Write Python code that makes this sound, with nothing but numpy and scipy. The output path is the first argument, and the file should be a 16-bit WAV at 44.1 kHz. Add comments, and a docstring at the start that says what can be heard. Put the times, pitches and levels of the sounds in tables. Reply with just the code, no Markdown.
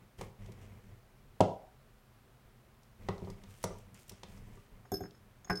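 """Soft scraping, small snaps and wooden knocks, then a few thuds and bright clinks of glass.
A knife slits a vanilla pod on a mat over a wooden board, knocks down off its end, then cuts it in two.
The pieces drop into a small glass bottle, which thuds, rocks and clinks against its neighbour.
It all sounds close, in a quiet kitchen with a faint mains hum."""
import sys
import numpy as np
from scipy import signal
from scipy.fft import rfft, irfft
from scipy.io import wavfile
from scipy.ndimage import uniform_filter1d

SR = 44100
rng = np.random.default_rng(int(sys.argv[2]) if len(sys.argv) > 2 else 0)


def unload_wav(signal):
    """Save mono or channel-first audio to the path in sys.argv[1] as 16-bit WAV at rate SR, clipped to [-1, 1]."""
    wavfile.write(
        sys.argv[1],
        SR,
        np.round(np.clip(np.atleast_2d(signal).T, -1, 1) * 32767).astype(np.int16),
    )


N = 246959
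T = np.arange(N) / SR
HIT_T = T[:SR // 2]  # the half second that one hit lasts


def knife_knocks(push_hz=620):
    """The blade hits the board: a push, a clack, and ringing tones that depend on where it lands."""
    # Each row: pitch in Hz, fade time in seconds, level in dB if hit in the middle, and at the edge.
    board_tones = [(100, 0.14, 3, -5.5), (164.4, 0.14, 2.5, -4.5), (191.5, .24, 3.5, -5.5),
                   (284, 0.049, -31, 1), (347.6, 0.18, -8, -10.5), (393.2, 0.083, 6, -14),
                   (444.3, 0.1, -2, -1.5), (512.5, 0.062, -12.5, -1.5), (547, 0.059, -19, -4.5),
                   (532.4, 0.077, -19, -7), (649, 0.094, -29, 0), (713, 0.25, -23, -7.5),
                   (750, 0.067, -49, -3), (842, 0.15, -18, -9.5), (930, .06, -9, -16),
                   (970, 0.093, -1, -4.5), (1130, 0.025, 0.5, -29), (1177, 0.18, -1, -53),
                   (1226, 0.046, -12.5, -12), (2016, 0.014, 4, -3.5)]
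    # Each row: start in seconds, level in dB, hardness in Hz, place from 0 (middle) to 1 (edge).
    hits = [(0.187, -58, 1200, 0.06), (0.2104, -42.5, 1210, 0.47), (0.4862, -45, 323, 0.69),
            (0.637, -57, 400, 0.99), (1.4046, -20, 1010, 0.99), (3.0862, -34.5, 2520, 0.36),
            (3.1822, -59, 1200, 0.12), (3.219, -42.5, 400, 0.23), (3.241, -48.5, 445, 0.44),
            (3.272, -48, 790, 0.11), (3.298, -51.5, 793, 0.021), (3.437, -62.5, 2030, 0.058),
            (3.6396, -35, 3220, 0.68), (3.705, -51, 1290, 0.03), (4.113, -57.5, 1200, 0.12),
            (4.232, -51.5, 2000, 0.68), (4.572, -61, 2510, 0)]
    out = np.zeros(N)
    hz, fade_s, middle_db, edge_db = np.transpose(board_tones)
    phase = np.pi * (push_hz * HIT_T - 1)
    push = gain(10) * (1 - 2 * phase ** 2) * np.exp(-phase ** 2)  # the board gives and springs back
    for start, db, hard_hz, place in hits:
        wood = ring(hz, fade_s, middle_db + place * (edge_db - middle_db))
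        clack = gain(4) * burst(hz=680, width=1.35, fade_s=0.037, order=4)
        add(out, start, gain(db) * soften(push + wood + clack, hard_hz))
    return out


def pod_snaps():
    """The blade parts the pod or ticks on the mat: a dry crack with a brief ring."""
    # Each row: start in seconds, level in dB, centre pitch in Hz, width as a share of that pitch.
    snaps = [(0.187, -52, 3200, 1.4), (.2112, -39.5, 2200, 3.6), (.4605, -54, 3350, 1.8),
             (0.5192, -53, 4530, 1.2), (1.4058, -27.5, 3030, 1.83), (2.832, -59, 5530, 1),
             (3.034, -63, 4000, 0.7), (3.0862, -35.5, 2080, 1.8), (3.179, -54, 4360, .7),
             (3.247, -57, 4000, 0.42), (3.3, -48, 4920, 1.25), (3.4359, -51, 3380, 1.5),
             (3.6277, -43.5, 9600, 6.9), (3.6393, -29, 5900, 1.26), (3.784, -56, 7900, .8),
             (3.943, -50.5, 7360, 1), (4.08, -53, 8500, 1.1), (4.0939, -38, 5670, 2.7),
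             (4.118, -51.5, 5040, 1.4), (4.2323, -41.5, 3330, 1.34), (4.375, -59, 5400, 0.52),
             (4.5541, -62, 6800, 0.88)]
    out = np.zeros(N)
    for start, db, hz, width in snaps:
        crack = burst(hz, width, fade_s=0.025, order=2)
        ringing = gain(-7) * burst(hz, width=0.16, fade_s=0.027, order=2)
        add(out, start, gain(db) * (crack + ringing))
    return out


def cutting(grains_per_s=5000, spread_db=4.1):
    """Pressing makes the board rumble; the mat rubs, fibres tear and the blade slides in tiny clicks."""
    # Each row: start in seconds, length in seconds, pressure of the hand in dB.
    pushes = [(0.0, 0.033, -55.5), (.18, 0.074, -43), (.375, 0.17, -47), (.53, 0.26, -48.5),
              (.82, 0.12, -53), (1.14, 0.34, -61), (2.45, 0.036, -60.5), (2.98, 0.18, -47.5),
              (3.21, 0.11, -46.5), (3.36, .17, -51.5), (3.66, 0.15, -51.5), (3.83, 0.12, -54),
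              (4.08, 0.05, -56), (4.27, 0.16, -48), (4.46, 0.09, -50), (4.7, 0.11, -53), (5.13, 0.35, -63)]
    # Each row: start in seconds, length in seconds, tearing in dB, hiss of the blade in dB.
    cuts = [(.175, 0.054, -62.5, -65), (.41, .07, -69.5, -84), (.48, 0.48, -73, -86),
            (.605, 0.039, -64.5, -78), (2.96, 0.6, -70, -74), (3.17, 0.13, -69.5, -80),
            (3.46, 0.2, -67, -65), (3.7, 0.12, -69.5, -73), (3.945, 0.029, -63.5, -68),
            (3.985, .04, -71, -62.5), (4.04, 0.16, -69.5, -74), (4.26, 0.12, -69, -68),
            (4.4, 0.25, -72.5, -74)]
    # The tone of each of the four noises. Each row: pitch in Hz, relative level in dB.
    board_rumble = [(15, -51), (25, 9), (64, -8), (103, 5), (152, -14), (200, -0.5), (248, -15),
                    (339, -34.5), (384, -21.5), (500, -16), (650, -63), (1100, -120)]
    mat_rub = [(200, -33.5), (300, -5), (390, -12), (575, -13), (700, -10), (850, -17.5), (990, -11.5),
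               (1450, -25), (2100, -15.5), (4000, -35.5)]
    fibre_tear = [(1200, -3.5), (2100, 1), (3100, 1.5), (4000, -11), (6000, -4.5), (8500, -9.5),
                  (12000, -53)]
    blade_hiss = [(4500, -7.5), (7500, -7), (9300, -4), (11000, -13), (13000, -8), (16000, -14)]
    press, = stroke_forces(pushes)
    tear, slide = stroke_forces(cuts)
    out = gain(-2) * press * colour(rng.standard_normal(N), board_rumble)
    for force, db, spectrum in (press, -17, mat_rub), (tear, -1, fibre_tear), (slide, -2, blade_hiss):
        sizes = gain(spread_db * np.minimum(rng.exponential(1, N), 5))
        grains = sizes * rng.choice([-1, 1], N) * (rng.random(N) < grains_per_s / SR)
        out += gain(db) * force * colour(grains, spectrum)
    return out


def pod_landings(vary_db=3):
    """The leathery pod slaps the glass and the bottle thuds on the board, a little differently each time."""
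    # The standing bottle and the air in it. Each row: pitch in Hz, fade time in seconds, level in dB.
    bottle_tones = [(78, 0.11, -6), (107, 0.2, -15.5), (181.4, 0.26, -3), (307.8, 0.26, -8.5),
                    (325, 0.19, -14), (383.4, 0.14, 4), (411, 0.28, -2), (525, 0.051, -10.5),
                    (680, 0.076, -23), (737, 0.059, 8.5), (855, 0.045, -2), (1058, 0.04, -3),
                    (1224, 0.08, -6), (1500, 0.15, -6), (1615, 0.16, -1), (2020, 0.046, -2),
                    (2260, 0.027, 0)]
    # Each row: start in seconds, thud in dB, hardness in Hz, slap in dB.
    landings = [(4.851, -67.5, 1300, -53.5), (4.9185, -35, 517, -46), (4.939, -45, 546, -47),
                (5.0064, -38.5, 480, -53), (5.035, -55, 840, -46.5), (5.054, -59, 990, -48),
                (5.146, -79, 1000, -56.5), (5.445, -68, 1220, -54), (5.472, -66, 1595, -53),
                (5.492, -80, 2000, -51), (5.497, -38, 1100, -27), (5.503, -34, 2460, -27),
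                (5.517, -40.5, 1660, -39)]
    out = np.zeros(N)
    hz, fade_s, tone_db = np.transpose(bottle_tones)
    for start, thud_db, hard_hz, slap_db in landings:
        tones = ring(hz, fade_s, tone_db + vary_db * rng.standard_normal(len(hz)))
        bump = gain(-4) * burst(hz=145, width=2.7, fade_s=0.24, order=2)
        slap_hz = 1193 * (hard_hz / 1000) ** 0.15  # harder landings sound brighter
        slap = burst(slap_hz, width=1, fade_s=0.034, order=4)
        add(out, start, gain(thud_db) * soften(tones + bump, hard_hz) + gain(slap_db) * slap)
    return out


def glass_clinks(swell_s=0.00065, waver_db=4, waver_s=0.006, damp_s=0.014):
    """Glass meets glass: a hard tick, then a ring that spreads and wavers as the bottle rocks."""
    # The bottle's wall, its foot and its neighbour. Each row: pitch in Hz, fade in seconds, level in dB.
    wall = [(4731, .1, -25), (5208, .18, -11), (5224, .17, 0), (5297, .16, -9), (6414, .24, -21),
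            (9550, .14, -18), (11815, .1, -25)]
    foot = [(3495, .16, -18), (6362, .14, -16), (11895, .09, -13), (12263, .2, 0), (12914, .07, -9),
            (13197, .1, -8)]
    neighbour = [(3480, .15, -18), (5297, .16, -13), (6592, .14, 0)]
    # Each row: start in seconds, tick in dB, tick pitch in Hz, then wall, foot and neighbour in dB.
    clinks = [(4.853, -72, 5000, -77, -100, -71), (4.918, -30.5, 8000, -48.5, -43.5, -52),
              (4.938, -36, 6400, -38, -79, -75), (5.0055, -50, 7000, -71, -71, -57),
              (5.033, -64, 4970, -55, -84, -69), (5.1087, -43.5, 4100, -89, -100, -90),
              (5.147, -70, 5070, -69.5, -99, -76), (5.446, -55, 6440, -84, -80, -58),
              (5.476, -63, 5000, -64, -76, -78), (5.4985, -30.5, 5400, -38, -59, -63),
              (5.5545, -40, 5100, -36, -80, -67), (5.579, -48, 5950, -46, -63, -70),
              (5.599, -50, 6000, -41, -70, -70)]
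    out = np.zeros(N)
    rings = np.array([ring(*np.transpose(tones)) for tones in (wall, foot, neighbour)])
    rings *= 1 - np.exp(-HIT_T / swell_s)
    waits = np.diff([row[0] for row in clinks], append=T[-1] + 1)
    window = 1 + int(waver_s * SR)
    for (start, tick_db, tick_hz, *ring_db), wait in zip(clinks, waits):
        rocking = [unit(uniform_filter1d(rng.standard_normal(len(HIT_T)), window)) for _ in rings]
        voices = rings * gain(waver_db * np.array(rocking))
        voices[0] *= np.exp(-np.maximum(HIT_T - wait, 0) / damp_s)  # the next touch quiets the wall
        tick = burst(tick_hz, width=0.73, fade_s=0.0076, order=3)
        add(out, start, gain(tick_db) * tick + gain(ring_db) @ voices)
    return out


def kitchen_echo(sound, delay_s=0.005):
    """Sound bounces round the kitchen, each pitch fading at its own speed."""
    # Each row: pitch in Hz, fade time in seconds, level in dB.
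    echo_bands = [(99, 0.2, -0.5), (309, 0.41, -9.5), (550, 0.354, -1.5), (779, 0.55, -10),
                  (1356, 0.25, -3.5), (3000, 0.33, -5.5), (6300, 0.38, -9), (9780, .26, -9.5),
                  (15800, 0.16, -44)]
    hz, t, noise = signal.stft(rng.standard_normal(SR), SR, nperseg=256)
    fade_s = look_up(echo_bands, hz)[:, None]
    level = gain(look_up(echo_bands, hz, 2))[:, None] * np.sqrt(2 * np.log(1000) / (fade_s * SR))
    tail = signal.istft(noise * level * fade(t, fade_s), SR, nperseg=256)[1]
    return signal.fftconvolve(sound, np.pad(tail, (round(delay_s * SR), 0)))[:N]


def background(hum_hz=120):
    """Still room air and a faint mains hum."""
    # Each row: pitch in Hz, relative level in dB.
    air_spectrum = [(12, -40), (20, -17.5), (27, 1.5), (91, -9), (127, 2), (172, -17), (216, -6.5),
                    (301, -21), (377, -13), (446, -17.5), (660, -18), (923, -21), (1220, -20.5),
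                    (2820, -28.5), (7000, -36.5), (16000, -36)]
    air = gain(-62) * colour(rng.standard_normal(N), air_spectrum)
    hum = gain(-80) * np.sqrt(2) * np.sin(2 * np.pi * hum_hz * T)
    return air + hum


def stroke_forces(rows, build_share=0.21, sag_db_per_s=11, release_db_per_s=223):
    """One force curve per level column: each stroke builds up, eases off and is let go."""
    force = np.zeros((len(rows[0]) - 2, N))
    for start, length, *db in rows:
        t = np.maximum(T - start, 0)
        build = np.minimum(t / (build_share * length), 1)
        ease = gain(-sag_db_per_s * t - release_db_per_s * np.maximum(t - length, 0))
        force = np.maximum(force, np.outer(gain(db), build * ease))
    return force


def ring(hz, fade_s, db):
    """The fading tones of a struck object; every second one starts the opposite way."""
    signs = (-1) ** np.arange(len(hz))
    tones = np.sin(2 * np.pi * np.outer(hz, HIT_T)) * fade(HIT_T, fade_s[:, None])
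    return (signs * gain(db)) @ tones


def burst(hz, width, fade_s, order, rise_s=0.0015):
    """A click or slap: countless short tones spread evenly in a band around hz."""
    spread = np.sqrt(1 + width ** 2 / 4) + width / 2
    edges_hz = [min(hz / spread, 15000), min(hz * spread, 20000)]
    band = signal.butter(order, edges_hz, "band", fs=SR, output="sos")
    decay = fade(HIT_T, fade_s)
    shape = (1 - np.exp(-HIT_T / rise_s)) * decay
    phases = np.angle(rfft(rng.standard_normal(len(HIT_T)) * shape))
    even_noise = irfft(np.exp(1j * phases), len(HIT_T))  # every pitch equally strong
    click = signal.sosfilt(band, even_noise * decay ** 0.2)
    return click * np.linalg.norm(shape) / np.linalg.norm(click)


def soften(sound, hard_hz):
    """A soft touch lasts longer, so tones above hard_hz stay weak."""
    return signal.lfilter(*signal.butter(2, hard_hz, fs=SR), sound)


def colour(sound, spectrum):
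    """Shapes the lows and highs of a sound, then sets its average strength to 1."""
    levels = gain(look_up(spectrum, np.fft.rfftfreq(N, 1 / SR)))
    return unit(irfft(rfft(sound) * levels, N))


def look_up(rows, hz, column=1):
    """Reads between a table's rows along a musical (logarithmic) pitch scale."""
    rows = np.array(rows, float)
    return np.interp(np.log(hz + 1), np.log(rows[:, 0] + 1), rows[:, column])


def fade(t, fade_s):
    """Falls by 60 dB in the fade time."""
    return np.exp(-np.log(1000) * t / fade_s)


def gain(db):
    """Turns decibels into a multiplier."""
    return 10 ** (np.asarray(db) / 20)


def unit(sound):
    """Sets the average strength (rms) to 1."""
    return sound / np.sqrt(np.mean(sound ** 2) + 1e-20)


def add(mix, start_s, sound):
    """Mixes a sound in at its start time."""
    part = mix[round(start_s * SR):][:len(sound)]
    part += sound[:len(part)]


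def scene():
    """Board, pod and bottles with their echo, plus the cutting noise and the quiet room."""
    knife = knife_knocks() + pod_snaps()
    glass = pod_landings() + glass_clinks()
    echo = kitchen_echo(knife + gain(-8) * glass)
    return (knife + glass + echo + cutting() + background())[None]


def record(dry):
    """Removes the very highest treble, above 16200 Hz."""
    low_pass = signal.firwin(511, 16200, window=("kaiser", 9), fs=SR)
    return signal.oaconvolve(dry, low_pass[None], "same")


dry = scene()
out = record(dry)
unload_wav(out)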